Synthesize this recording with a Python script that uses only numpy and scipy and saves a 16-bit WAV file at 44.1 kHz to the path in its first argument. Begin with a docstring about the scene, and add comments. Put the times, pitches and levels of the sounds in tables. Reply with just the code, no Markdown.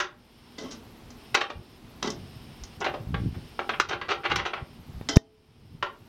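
"""Ribs off the barbecue

Steel tongs clack on a grate, drag ribs over the bars and drop them into a hand-held foil pan, which
buckles in bursts of snaps. The yard hums and echoes, a light wind buffets the microphone, and faint
electronic tones sit on top. The hardest pops and one hard knock through the stand overload the
microphone, and gain control ducks the background after the loudest sounds."""
import numpy as np
from scipy import signal
from scipy.fft import rfft, irfft
from scipy.ndimage import uniform_filter1d
import sys
import numpy as np
from scipy import signal
from scipy.fft import rfft, irfft
from scipy.io import wavfile
from scipy.ndimage import uniform_filter1d

SR = 44100
rng = np.random.default_rng(int(sys.argv[2]) if len(sys.argv) > 2 else 0)


def write(x):
    x = np.atleast_2d(x).T
    wavfile.write(sys.argv[1], SR, np.round(np.clip(x, -1, 1) * 32767).astype(np.int16))


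N = 268410


def amp(db):
    """Decibels to gain."""
    return 10 ** (np.asarray(db) / 20)


def unit(x):
    """Scales to an rms of 1."""
    return x / np.sqrt(np.mean(x ** 2) + 1e-20)


def read(points, hz):
    """Reads a curve on a log-frequency axis."""
    f, value = np.transpose(points)
    return np.interp(np.log(hz + 1), np.log(f + 1), value)


def add(mix, s, sound):
    """Mixes a sound in at s seconds."""
    part = mix[max(round(s * SR), 0):][:len(sound)]
    part += sound[:len(part)]


def noise(colour):
    """Steady noise of a given spectrum."""
    gain = amp(read(colour, np.fft.rfftfreq(N, 1 / SR)))
    return unit(irfft(rfft(rng.standard_normal(N)) * gain, N))


def tint(x, gain_db):
    """Causal EQ that keeps attacks sharp; gain_db holds one value per FFT bin of x."""
    log_gain = np.log(amp(np.r_[gain_db, gain_db[-2:0:-1]]))
    return irfft(rfft(x) * np.exp(np.conj(signal.hilbert(log_gain)))[:len(gain_db)])


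# The outdoor bed. Each row: frequency in Hz, relative level in dB.
YARD_COLOUR = [(18, -38.5), (30, -6), (75, -4.5), (199, -12), (239, 1.5), (273, -9.5), (404, -10.5),
               (526, -17.5), (822, -16), (1760, -24.5), (2900, -24.5), (5170, -28.5), (6720, -37),
               (12300, -38), (13500, -40.5), (16000, -41.5)]


def yard():
    """A steady bed of distant hum and hiss."""
    return amp(-49.5) * noise(YARD_COLOUR)


# The wind's rumble. Each row: frequency in Hz, relative level in dB.
WIND_COLOUR = [(15, -19.5), (40, -10.5), (80, -4.5), (130, -1.5), (220, -10.5), (400, -22), (900, -58),
               (3000, -89.5)]
# The breeze between gusts. Each row: time in seconds, relative level in dB.
BREEZE = [(0, -47.5), (.5, -54), (1.8, -52), (2.2, -39.5), (2.85, -57), (3.6, -68), (3.85, -34), (4.2, -47),
          (4.72, -45), (5.1, -44.5), (5.5, -46), (5.75, -34), (5.95, -53), (6.09, -56)]
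# Gusts at the microphone. Each row: centre in seconds, relative peak in dB, half width in seconds.
GUSTS = [(1.577, -33, 0.025), (2.63, -41, 0.018), (3.149, -28, 0.011), (3.202, -31, 0.25),
         (3.257, -25, 0.028), (4.37, -30, 0.068), (4.629, -30, 0.013), (4.968, -37.5, 0.025)]


def wind():
    """Lumpy rumble swells in gusts; each gust sheds eddies that pull, then push the diaphragm."""
    t, eddies = np.arange(N) / SR, np.zeros(N)
    eddy_gap_s, eddy_centre_s = 0.016, t[1102]
    strength = amp(np.interp(t, *np.transpose(BREEZE)) - 3)
    for s, db, half_width in GUSTS:
        strength += amp(db - 9) * np.exp(-((t - s) / half_width) ** 2)
        eddy_width_s = 0.0015 * 2 ** ((-25.5 - db) / 8.5)  # stronger gusts shed quicker eddies
        for k, (jitter, stretch) in zip(range(-8, 9), rng.uniform(-1, 1, (17, 2))):
            offset = (k + 0.248 * jitter) * eddy_gap_s
            gain = amp(db + 6.5) * np.exp(-(offset / half_width) ** 2)
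            u = (t[:2205] - eddy_centre_s) / (eddy_width_s * 1.3 ** stretch)
            add(eddies, s + offset - eddy_centre_s, gain * 2 * u * np.exp(-u ** 2))
    lumps = amp(3.5 * noise([(1, -9), (12, 4), (30, -30), (100, -100)]))
    return strength * unit(noise(WIND_COLOUR) * lumps) + eddies


def metal_hit(level_db, body_db, brightness_db, swell_s, fade_s, colour, modes,
              dense_t60, ring_db, snap_db, snaps_per_s, detune, size=16384):
    """A flurry of snaps shakes metal; body and brightness set the lows and highs against the mids."""
    t, hz = np.arange(size) / SR, np.fft.rfftfreq(size, 1 / SR)
    rise = amp(7 * np.minimum(t / (swell_s + 1e-9), 1))
    flurry = np.where(t < swell_s, rise, np.exp(-abs(t - swell_s) / fade_s))
    sizes = amp(snap_db + 3.5 * (np.minimum(rng.exponential(1, size), 4) - 2))  # a few stand out
    snaps = sizes * rng.choice([-1, 1], size) * (rng.random(size) < snaps_per_s / SR) * flurry
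    snaps[0] = min(1, 0.0035 / fade_s) * amp(-5 * min(swell_s / 0.006, 1))  # long flurries start softly
    # every snap wakes its own crowd of short modes, so their powers add
    power = signal.fftconvolve(snaps ** 2, amp(-120 * t / dense_t60))[:size]
    # the spot that gives way favours some pitches over others
    humps_db = 1.8 * unit(uniform_filter1d(uniform_filter1d(rng.standard_normal(len(hz)), 50), 50))
    dense = tint(rng.standard_normal(size) * np.sqrt(abs(power)), read(colour, hz) + humps_db)
    # the main resonances shift a little as the metal is bent and loaded
    ring = sum(amp(db - 60 * t / t60) * rng.choice([-1, 1])
               * np.sin(2 * np.pi * f * rng.normal(1, detune) * t) for f, db, t60 in modes)
    sound = unit(dense) + amp(ring_db) * unit(signal.fftconvolve(snaps, ring)[:size])
    # three-band EQ: each level is the band's energy spread over 20 ms
    crossover_hz, blend_hz = (1000, 4000), (650, 1400, 3000, 5500)
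    band_energy = np.bincount(np.searchsorted(crossover_hz, hz), abs(rfft(sound)) ** 2) * 2 / size
    band_db = 10 * np.log10(band_energy / (0.02 * SR))
    low, mid, high = level_db + np.array([body_db, 0, brightness_db]) - band_db
    return tint(sound, np.interp(hz, blend_hz, [low, mid, mid, high]))


# The foil's broad tone. Each row: frequency in Hz, relative level in dB.
FOIL_COLOUR = [(160, -38), (280, -20), (367, -8), (506, -12), (675, -14), (800, -7.5), (931, -10.5),
               (1030, -5.5), (1470, -3), (1740, -7), (1960, -7.5), (3860, -11.5), (6100, -12), (7990, -32),
               (16000, -55)]
# The pan's resonances. Each row: frequency in Hz, relative level in dB, t60 in seconds.
FOIL_MODES = [(353.6, 1.5, 0.16), (589.4, -1.5, 0.16), (796.3, 4.5, 0.18), (1069, -3, 0.17),
              (1163, 13, 0.038), (1204, 7, 0.03), (1390, 5, 0.093), (1580, -8.5, 0.07), (2005, -2, 0.07),
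              (2234, 1, 0.032), (2545, -31, 0.03), (2830, 9.5, .07), (3230, -2.5, 0.074),
              (3800, 6.5, 0.069)]
# Sudden pops and slow crumples.
# Each row: start in seconds, level in dB, body in dB, brightness in dB, swell in seconds.
BUCKLES = [(.001, -13.5, -9, -12, 0.0029), (1.344, -17, -7.5, -9.5, 0.0065), (1.369, -21, -2, -19, 0.0038),
           (1.407, -18.5, -7, -17, 0.0067), (1.497, -32, 1.5, -17, 0.0064), (2.811, -33, 2.5, -38, 0.014),
           (2.844, -31, -1.5, -15, 0.0033), (2.857, -29.5, 3, -24, 0.015), (2.94, -41.5, 9, -19, 0.00197),
           (3.143, -32.5, -2.5, -30, 0.0012), (3.344, -52, 3, -19, 0.0024),
           (3.591, -30.5, 1.5, -26.5, 0.00054), (3.692, -27, -5, -22, 0.00085),
           (3.727, -33.5, -5, -46, 0.011), (3.799, -18, -10, -12.5, 0.0037),
           (3.887, -28.5, -3.5, -6.5, 0.0074), (3.905, -20.5, -3, -22.5, 0.029),
           (4.014, -27, -9.5, -24.5, 0.00044), (4.084, -18.5, -3.5, -18, 0.039),
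           (4.234, -21.5, -4, -25, 0.029), (4.297, -18.5, -4, -22, 0.022), (4.358, -19.5, -9, -7, .001),
           (4.382, -20, -5.5, -26, 0.016), (4.452, -21, -3, -18, 0.011), (4.534, -24.5, -5, -26, 0.0009),
           (4.564, -35.5, 2.5, -45, 0.0082), (5.826, -20, -3, -21, 0.00075)]


def foil_pan():
    """Thin foil pops through under the meat and the hand."""
    out = np.zeros(N)
    for s, db, body, brightness, swell in BUCKLES:
        fade = 0.0046 + 0.13 * swell  # slow crumples die away more slowly
        add(out, s, metal_hit(db, body, brightness, swell, fade, FOIL_COLOUR, FOIL_MODES,
                              dense_t60=0.064, ring_db=-10, snap_db=-5, snaps_per_s=620, detune=0.009))
        # the hardest pops overload the microphone, heard as a bright clipping click
        click_gain = amp(min(1.4 * (db + brightness) + 19.5, -19)) * np.exp(-swell / 0.011)
        add(out, s + 0.0012, click_gain * np.array([1, 0, -1]))
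    return out


# The decay of the yard's echoes. Each row: frequency in Hz, t60 in seconds.
ECHO_T60 = [(250, 0.46), (700, 0.27), (1800, 0.23), (4500, 0.2), (9000, 0.11)]


def echoes(x, size=22050, patterns=4, taps_per_s=2500):
    """Ground, wall, fence and grill lid scatter the sound back."""
    t, out = np.arange(size) / SR, np.zeros(N)
    # echo patterns alternate so the tail stays diffuse, without a fixed tinny pitch
    active = np.arange(N) // 2000 % patterns
    for k in range(patterns):
        taps = rng.standard_normal(size) * (rng.random(size) < taps_per_s / SR) * (t > 0.005)
        hz, when, spectra = signal.stft(taps, SR, nperseg=256)
        tail = signal.istft(spectra * amp(-60 * when / read(ECHO_T60, hz)[:, None]), SR)[1]
        send = np.sqrt(abs(uniform_filter1d(1.0 * (active == k), size=500)))
        out += signal.fftconvolve(x * send, tail / np.linalg.norm(tail))[:N]
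    return out


# The hiss that switches with the pulsing tone. Each row: frequency in Hz, relative level in dB.
SWITCHED_HISS = [(900, -21), (2000, -4.5), (3000, 1.5), (4400, -6.5), (5400, 1.5), (6100, -27),
                 (12000, -43.5)]


def whine():
    """Very faint electronics: a tone and hiss pulsing once a second, a steady tone, falling chirps."""
    t = np.arange(N) / SR
    gate = uniform_filter1d(1.0 * ((t - 0.18) % 1 < 0.6), size=1500)
    out = gate * (amp(-69.5) * np.sin(2 * np.pi * 8929 * t) + amp(-59) * noise(SWITCHED_HISS))
    out += amp(-80) * np.sin(2 * np.pi * 10714 * t)
    progress = np.linspace(0, 1, round(0.026 * SR))
    envelope = signal.windows.tukey(len(progress), 0.2)
    for s in np.arange(0.11, t[-1], 0.066):
        hz = 12700 - 1500 * progress ** 4 + 1500 * rng.standard_normal(len(progress))
        if rng.random() < 0.7:
            add(out, s, amp(-65.5) * envelope * np.sin(2 * np.pi * np.cumsum(hz) / SR))
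    return out


# The broad tone of tongs and grate. Each row: frequency in Hz, relative level in dB.
STEEL_COLOUR = [(88, -55.5), (150, -11.5), (289, -1.5), (567, -10.5), (787, -12.5), (1130, -10.5),
                (1460, -14.5), (1800, -19.5), (2100, -16.5), (2400, -26.5), (3090, -15), (4460, -14.5),
                (5840, -8), (8580, -34), (15000, -61)]
# Their resonances. Each row: frequency in Hz, relative level in dB, t60 in seconds.
STEEL_MODES = [(244, -14, 0.13), (275.7, -0.5, 0.3), (434.6, -2, 0.79), (662, -3, 0.6), (814, -3.5, 0.34),
               (1527, 0, 0.14), (2027, 8, 0.093), (3094, 5, 0.21), (3780, -2, 0.08), (4560, -12.5, 0.038),
               (5110, 9, .06), (5595, -15, .06), (5780, -0.5, .05), (6640, -8.5, 0.0314)]
# The tongs meet the grate or close; meat between them damps the ring. Each row: start in seconds,
# relative level in dB, body in dB, brightness in dB, chatter decay in seconds, ring in dB.
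CLACKS = [(.582, -41.5, 3, -4, .011, -3), (0.608, -52, 12, 3.5, 0.066, -15),
          (.707, -47.5, -14, 2.5, 0.014, -7), (1.104, -60.5, 5, 6, 0.0025, -1),
          (2.025, -32.5, -5, -5, 0.019, -17), (2.073, -38, -12, -5, 0.0061, -10),
          (2.103, -52, 4, 13.5, 0.002, -14), (2.637, -56, -5, 9.5, 0.0021, -7),
          (2.804, -55, 12, 8, 0.0055, -4), (5.088, -31, -0.5, -0.5, 0.007, -3.5),
          (5.158, -37.5, 8.5, 6.5, 0.01, -7.5)]
# A rib drags over the bars. Each row: start in seconds, relative low-end level in dB, decay in seconds.
DRAGS = [(0.622, -39, 0.036), (2.042, -30, 0.041)]


def tongs():
    """Steel tips chatter on the bars and ring with them; a dragged rib makes the grate rumble."""
    out = np.zeros(N)
    for s, db, body, brightness, chatter, ring in CLACKS:
        add(out, s, metal_hit(db, body, brightness, 0, chatter, STEEL_COLOUR, STEEL_MODES,
                              dense_t60=0.03, ring_db=ring, snap_db=-2.5, snaps_per_s=700, detune=0.003))
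    body_db, brightness_db = 7, -21
    for s, db, fade in DRAGS:
        add(out, s, metal_hit(db - body_db, body_db, brightness_db, 0, fade, STEEL_COLOUR, STEEL_MODES,
                              dense_t60=0.08, ring_db=-15.5, snap_db=5, snaps_per_s=730, detune=0.0035))
    return amp(1.5) * out


# The microphone stand's ring. Each row: frequency in Hz, level against the knock in dB, t60 in seconds.
STAND_MODES = [(432, -40, 1.1), (640, -59, 0.22), (1230, -43, .08), (1850, -29, 0.098),
               (2390, -7.5, 0.0028), (3650, -33, 0.097)]
# Knocks through the stand. Each row: time in seconds, level in dB, pulse time scale in seconds.
KNOCKS = [(5.013, -27, 0.0011), (5.1705, 2, 0.0018)]


def knocks():
    """A jolt to the microphone gives a low thump with a bright overload click; its stand rings."""
    t, out = np.arange(SR) / SR, np.zeros(N)
    ring = sum(amp(db - 60 * t / t60) * np.sin(2 * np.pi * f * t) for f, db, t60 in STAND_MODES)
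    ring[:3] += amp(-14) * np.array([1, 0, -1])  # the overload click
    for s, db, width in KNOCKS:
        u = (np.arange(N) / SR - s) / width
        stretch = np.where(u < 0, 1.3, 2.3)  # the thump's push lasts longer than its pull
        out += amp(db) * np.tanh(4 * u) * np.exp(-(u / stretch) ** 2)
        add(out, s, amp(db) * ring)
    return out


def scene():
    """The mono mix: pan and tongs with their echoes, over yard, wind, knocks and whine."""
    metal = foil_pan() + tongs()
    return (metal + amp(-8.5) * echoes(metal) + yard() + wind() + knocks() + whine())[None]


def gain_control(x, threshold_db, recovery_db_per_s, attack_s, range_db, start_db):
    """Starts turned down, ducks when the power over 2 ms passes the threshold, and recovers slowly."""
    power_db = 10 * np.log10(signal.lfilter(np.ones(88) / 88, 1, x ** 2) + 1e-12)
    over_db = np.clip(power_db - threshold_db, 0, range_db)
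    recovered_db = np.arange(N) / SR * recovery_db_per_s
    held_db = np.maximum(np.maximum.accumulate(over_db + recovered_db, axis=1), start_db) - recovered_db
    pole = np.exp(-1 / (attack_s * SR))
    duck_db = start_db + signal.lfilter([1 - pole], [1, -pole], held_db - start_db)
    return x * amp(-duck_db)


def record(dry):
    """Gain control, a hard clip at full scale and a 16 kHz band limit."""
    ducked = gain_control(dry, threshold_db=-21.5, recovery_db_per_s=18, attack_s=0.014,
                          range_db=19, start_db=12.5)
    lowpass = signal.firwin(401, 16000, window=("kaiser", 8), fs=SR)
    return signal.oaconvolve(np.clip(ducked, -1, 1), lowpass[None], "same")


dry = scene()
out = record(dry)
write(out)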